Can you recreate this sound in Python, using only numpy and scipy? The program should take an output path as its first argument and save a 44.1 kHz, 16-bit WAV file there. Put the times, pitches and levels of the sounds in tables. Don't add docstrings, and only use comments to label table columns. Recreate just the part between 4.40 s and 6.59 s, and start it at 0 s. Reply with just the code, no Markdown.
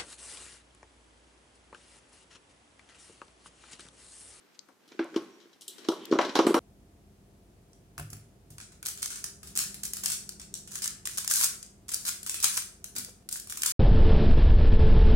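import sys
import numpy as np
from scipy import signal
from scipy.fft import rfft, irfft
from scipy.io import wavfile
from scipy.ndimage import uniform_filter1d

SR = 44100
rng = np.random.default_rng(int(sys.argv[2]) if len(sys.argv) > 2 else 0)


def master(y):
    cut = np.clip(np.atleast_2d(y).T, -1, 1)
    pcm = np.round(cut * 32767)
    wavfile.write(sys.argv[1], SR, pcm.astype(np.int16))


N = 96667
SIDES = np.array([[1], [-1]])


def undb(db):
    return 10 ** (np.asarray(db) / 20)


def unit(x):
    return x / np.sqrt(np.mean(x ** 2))


def decay(t, t60_s):
    return np.exp(-np.log(1000) * t / t60_s)


def band(x, lo_hz, hi_hz):
    sos = signal.butter(2, [lo_hz, min(hi_hz, 0.45 * SR)], "band", fs=SR, output="sos")
    return signal.sosfilt(sos, x)


def highpass(x, cut_hz):
    return signal.sosfilt(signal.butter(4, cut_hz, "high", fs=SR, output="sos"), x)


def shaped(spectrum):
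    f_hz = np.arange(N // 2 + 1) * SR / N + 1
    table_hz, table_db = np.array(spectrum).T
    gain = undb(np.interp(np.log(f_hz), np.log(table_hz), table_db))
    return unit(irfft(rfft(rng.standard_normal(N)) * gain, N))


def walk(steps_per_s):
    k = int(SR / steps_per_s)
    steps = np.repeat(rng.standard_normal(N // k + 1), k)
    return unit(uniform_filter1d(steps, k)[:N])


def add(out, x, at_s, pan_db):
    i = int(at_s * SR)
    x = x[..., :N - i]
    out[:, i:i + x.shape[-1]] += x * undb(SIDES * pan_db / 2)


def peak(x, db):
    loudest_power = uniform_filter1d(x ** 2, SR // 250, axis=-1).max()
    return x * undb(db) / np.sqrt(loudest_power)


# start in s, thud, rim clack, rod clack, wire rattle and thin wire sizzle levels in dB,
# left-right difference of all but the thud in dB, thud pitch in Hz, contact decay time constant in ms,
# build-up scale in ms, thud damping as a factor.
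KNOCKS = [(0.285, -58.5, -59.5, -63.5, -71, -74, 12.5, 276, 6.2, 2.3, 0.74),
          (0.476, -59, -81, -68, -57, -68, 4, 310, 2, 6.6, 0.81),
          (0.516, -47.5, -58, -54.5, -52.5, -78, 2, 347, 11, 6.1, 2.3),
          (0.591, -22.5, -34.5, -31.5, -46.5, -69, 0, 340.4, 3.3, 3.3, 0.49),
          (0.646, -51.5, -44.5, -54.5, -82, -76, -2, 302, 1.3, 3.6, 3.3),
          (0.741, -47, -51, -45.5, -56, -69, 1, 417, 5.8, 2.1, 0.97),
          (0.76, -18, -37, -42, -37, -55.5, 2, 339, 7.9, 1.3, 0.94),
          (0.771, -46, -48, -48, -68, -64, -2.5, 345, 2.1, 2.3, 0.53),
          (0.818, -43, -52, -66, -90, -67, 4, 281, 1.5, 3, 1.4),
          (1.001, -62.5, -68, -67, -59.5, -80, 6, 410, 1.7, 4.8, 1.5),
          (1.054, -51.5, -78, -67, -75, -89, 12, 356, 2.2, 3, 1.1),
          (1.129, -73, -89, -73, -58.5, -76, 2, 407, 6.5, 2.2, 1.4),
          (1.209, -69, -81, -75, -53, -51.5, 5, 406, 2.5, 5.4, 0.81),
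          (1.219, -67, -67, -73, -50, -51, -1, 347, 6.9, 2.2, 1.1),
          (1.279, -55, -81, -70, -40, -36, 1.5, 397, 3.3, 3.6, 0.37),
          (1.381, -60, -63, -59, -52.5, -60, 14, 410, 1.8, 2.8, 0.92),
          (1.446, -49, -52.5, -54, -49, -75, 2, 353, 4, 8.8, 0.9),
          (1.485, -16.5, -29.5, -38.5, -27.5, -43, 1.5, 336.3, 2.8, 3.3, 0.93),
          (1.518, -33.5, -38.5, -49.5, -49.5, -54, 2, 392.5, 1.33, 2.5, 0.75),
          (1.711, -19.5, -59, -49, -43, -63, 8.5, 369, 12, 5.1, 1.6),
          (1.723, -13, -25.5, -37, -38.5, -76, 1, 342, 2.6, 3.3, 1.9),
          (1.734, -25, -37, -45, -45, -60, 4, 307, 5.9, 1.9, 0.66),
          (1.753, -22, -34, -62, -55, -74, -5, 345, 2, 2.3, 1.3),
          (1.787, -20, -17, -23.5, -32, -50, 2, 375, 2.25, 2, 1.55),
          (1.811, -50, -36, -31.5, -36, -53, 4.5, 420, 1.33, 7.3, 0.62),
          (1.849, -31, -64, -50, -35, -55, -0.5, 353, 2.6, 1.2, 1.6),
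          (1.892, -30.5, -58, -40, -40.5, -72, 3, 304, 8.6, 3, 3.3),
          (1.953, -24, -21.5, -29.5, -26.5, -41, -1, 360, 2.3, 2.8, 2.9),
          (1.96, -23, -31, -32, -40, -56, 4, 335, 1.6, 5.1, 1),
          (1.988, -13, -18, -26.5, -30, -47, -1, 336.6, 5.6, 2.15, 0.92),
          (2.045, -54, -56, -47, -60, -70, 4, 352, 2.5, 3, 1.1),
          (2.066, -12, -22, -31.5, -34, -37, 0.0, 318, 1.66, 2.8, 1.9),
          (2.107, -20.5, -59, -52, -63, -52, -5, 368, 3.1, 2.4, 2.6),
          (2.142, -17, -20, -27.5, -31.5, -37, 0.5, 313, 2.6, 1, 1.5),
          (2.148, -42, -24.5, -35, -56, -41, 2, 363, 2, 2.5, 1.1),
          (2.165, -25, -25, -45, -58, -46, 2, 410, 2.6, 3, 1.3)]
# centre in Hz, width in Hz, relative level in dB.
RIM = [(515, 126, 2), (643, 117, -3), (803, 218, -1.5), (1034, 155, -1.5), (1287, 283, -4), (1084, 53, -6)]
RODS = [(1446, 300, 3.5), (1780, 380, -5), (2190, 360, -2), (2580, 440, -7), (3220, 800, -7.5)]
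WIRES = [(3060, 400, 1), (3773, 750, 2), (4520, 1860, 1), (5220, 2380, -0.5), (6440, 2360, -7),
         (7540, 1930, -27.5), (3184, 59, -6.5), (3923, 59, 2.5), (5706, 90, 3.5)]
THIN = [(6340, 790, -6), (7700, 1160, 2), (8280, 1300, -1.5), (9470, 1650, 1), (10830, 830, -4.5),
        (12040, 2100, -4.5), (14500, 1500, -13)]
# level relative to the contact in dB, t60 in s, left-right differing share (0-1).
SHAKE = [(-11, 0.21, 0.26), (-12.5, 0.29, 0.33), (-14, 0.34, 0.31), (-8, 0.23, 0.3)]
THUD_PUSH_MS, FRAME_HZ = 0.69, 340.7
RATTLE_PER_S, RATTLE_SCATTER_DB, UNEVEN_DB = 5000, 2.2, 1.1


def knocks():
    out, t = np.zeros((2, N)), np.arange(SR // 5) / SR
    push = np.hanning(int(THUD_PUSH_MS * SR / 1000) + 2)
    for at_s, thud_db, *part_db, pan_db, thud_hz, contact_ms, rise_ms, damping in KNOCKS:
        hit, size = rng.random((2, len(t)))
        uneven_db = UNEVEN_DB * rng.standard_normal(10)
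        click_gain = undb(-RATTLE_SCATTER_DB * np.log(size + 1e-9))
        contacts = 0.4 + (hit < RATTLE_PER_S / SR) * click_gain
        rise = np.minimum(0.51 + t * 1000 / max(rise_ms, 0.2), 1) ** 2
        contact = np.exp(-t * 1000 / max(contact_ms, 0.3))

        thud = np.convolve(push, frame(thud_hz, damping))
        add(out, peak(thud, thud_db), at_s, 0)
        for groups, db, (shake_db, t60_s, wide) in zip((RIM, RODS, WIRES, THIN), part_db, SHAKE):
            fade = rise * (contact + undb(shake_db) * decay(t, t60_s))
            fade = fade * np.minimum((t[-1] - t) * 20, 1)
            drive = rng.standard_normal((2, len(t))) * contacts * fade
            mid, side = resonate(drive, groups, uneven_db)
            add(out, peak(mid + wide * side * SIDES, db), at_s, pan_db)
    return out


# frequency in Hz, relative level in dB, t60 in s.
FRAME = [(275, -3.5, 0.04), (273, -7, 0.033), (334.4, 10.5, 0.045), (380.2, 0, 0.058), (468, -25.5, 0.027)]
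THUD_RISE_MS = 3.4


def frame(thud_hz, damping):
    t = np.arange(SR // 6)[:, None] / SR
    mode_hz, mode_db, mode_t60_s = np.array(FRAME).T
    t60_s = mode_t60_s.clip(0.005) / max(damping, 0.2)
    sines = np.sin(2 * np.pi * mode_hz * thud_hz / FRAME_HZ * t)
    modes = undb(mode_db) * sines * decay(t, t60_s)
    rise = 1 - np.exp(-(t[:, 0] * 1000 / THUD_RISE_MS) ** 2)
    return modes.sum(axis=1) * rise


def resonate(x, groups, uneven_db):
    total = 0
    for k, (hz, width_hz, db) in enumerate(groups):
        gain = (-1) ** k * undb(db + uneven_db[k])
        total = total + gain * band(x, hz - width_hz / 2, hz + width_hz / 2)
    return total


# start in s, level in dB, pitch in Hz, left-right difference in dB.
TICKS = [(.191, -59, 2330, 11), (.192, -44.5, 4720, 20), (.644, -54, 7860, 10), (1.654, -46.5, 3700, 20),
         (1.656, -52.5, 7900, 21), (1.656, -45, 12500, 4)]
TICK_DECAY_MS, TICK_HALF_WIDTH = 0.55, 0.17


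def ticks():
    out, t = np.zeros((2, N)), np.arange(SR // 50) / SR
    for at_s, db, hz, pan_db in TICKS:
        burst = rng.standard_normal(len(t)) * np.exp(-t * 1000 / TICK_DECAY_MS)
        tick = band(burst, hz * (1 - TICK_HALF_WIDTH), hz * (1 + TICK_HALF_WIDTH))
        add(out, peak(tick, db), at_s, pan_db)
    return out


# start in s, length in s, pitch in Hz, width in Hz, level before the swell in dB.
SQUEAKS = [(0.134, .04, 4200, 4500, -64), (.88, 0.12, 5710, 347, -66.5), (1.57, 0.15, 3300, 700, -53)]


def squeaks():
    out = np.zeros((2, N))
    for at_s, length_s, hz, width_hz, db in SQUEAKS:
        n = int(length_s * SR)
        rub = rng.standard_normal(N) * undb(3.4 * walk(31))
        whisper = unit(band(rub, hz - width_hz / 2, hz + width_hz / 2))[:n]
        add(out, whisper * np.hanning(n) * undb(db), at_s, 0)
    return out


# time in s, low rumble level in dB, rustle level in dB.
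RUSTLE = [(0.0, -65, -66), (0.38, -126, -73), (0.54, -60.5, -62.5), (0.65, -83, -65), (0.73, -54, -58.5),
          (0.82, -58, -59), (1.03, -71, -65), (1.24, -77.5, -71), (1.38, -63, -59), (1.69, -50.5, -55),
          (1.79, -30.5, -58.5), (1.93, -47.5, -52.5), (2.03, -31, -50), (2.13, -30.5, -60)]
# frequency in Hz, relative density in dB per Hz.
CLOTH = [(350, 9), (600, -2), (698, 1.5), (1080, -4), (1880, 1), (2680, -1.5), (5870, -7.5), (8990, -15),
         (16000, -34.5)]


def rustle():
    t = np.arange(N) / SR
    time_s, rumble_db, cloth_db = np.array(RUSTLE).T
    shaken = signal.fftconvolve(rng.standard_normal(N), frame(FRAME_HZ, 1))[:N]
    rumble = unit(shaken) * undb(5 * walk(70))
    grain = undb(1.25 * walk(360) + 0.83 * walk(28.06))
    mid, side = shaped(CLOTH), shaped(CLOTH)
    cloth = (mid + 0.91 * side * SIDES) * grain
    rumble = rumble * undb(np.interp(t, time_s, rumble_db))
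    return rumble + cloth * undb(np.interp(t, time_s, cloth_db))


# centre in Hz, t60 in s, relative level in dB, left-right likeness (0-1).
TAIL = [(149, 0.57, -6, 1), (300, 0.18, -13.5, .99), (574, 0.57, -10.5, 0.96), (1110, 0.8, -10.5, 0.76),
        (2580, 0.8, -19, 0.4), (4440, 0.17, -9, 0), (9850, 0.9, -10.5, 0)]


def closet(x):
    t, response = np.arange(SR // 2) / SR, 0
    for hz, t60_s, db, like in TAIL:
        mid, side = band(rng.standard_normal((2, len(t))), hz / np.sqrt(2), hz * np.sqrt(2))
        like = np.clip(like, 0, 1)
        pair = np.sqrt(1 + like) * mid + np.sqrt(1 - like) * side * SIDES
        fade = decay(t, t60_s) * np.minimum(t / 0.002, 1)
        response = response + pair * fade * undb(db) / np.sqrt(t60_s * SR / 7)
    mono = x.mean(axis=0)
    return np.array([signal.fftconvolve(mono, r)[:N] for r in response])


# frequency in Hz, relative level in dB.
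ROOM = [(18, -50), (30, -20), (204, 5.5), (394, 6.5), (760, 0.5), (1460, 0), (2750, -14), (4080, -10),
        (14800, -15), (16000, -29)]
ROOM_DB = -69


def room():
    mid, side = shaped(ROOM), shaped(ROOM)
    return (mid + 0.5 * side * SIDES) * undb(ROOM_DB)


LOW_CUT_HZ, TOP_HZ = 186, 16000


def scene():
    near = knocks() + ticks() + squeaks()
    close = highpass(near + closet(near) + rustle(), LOW_CUT_HZ)
    return close + room()


def record(dry):
    return signal.sosfilt(signal.ellip(8, 0.2, 80, TOP_HZ, fs=SR, output="sos"), dry)


dry = scene()
out = record(dry)
master(out)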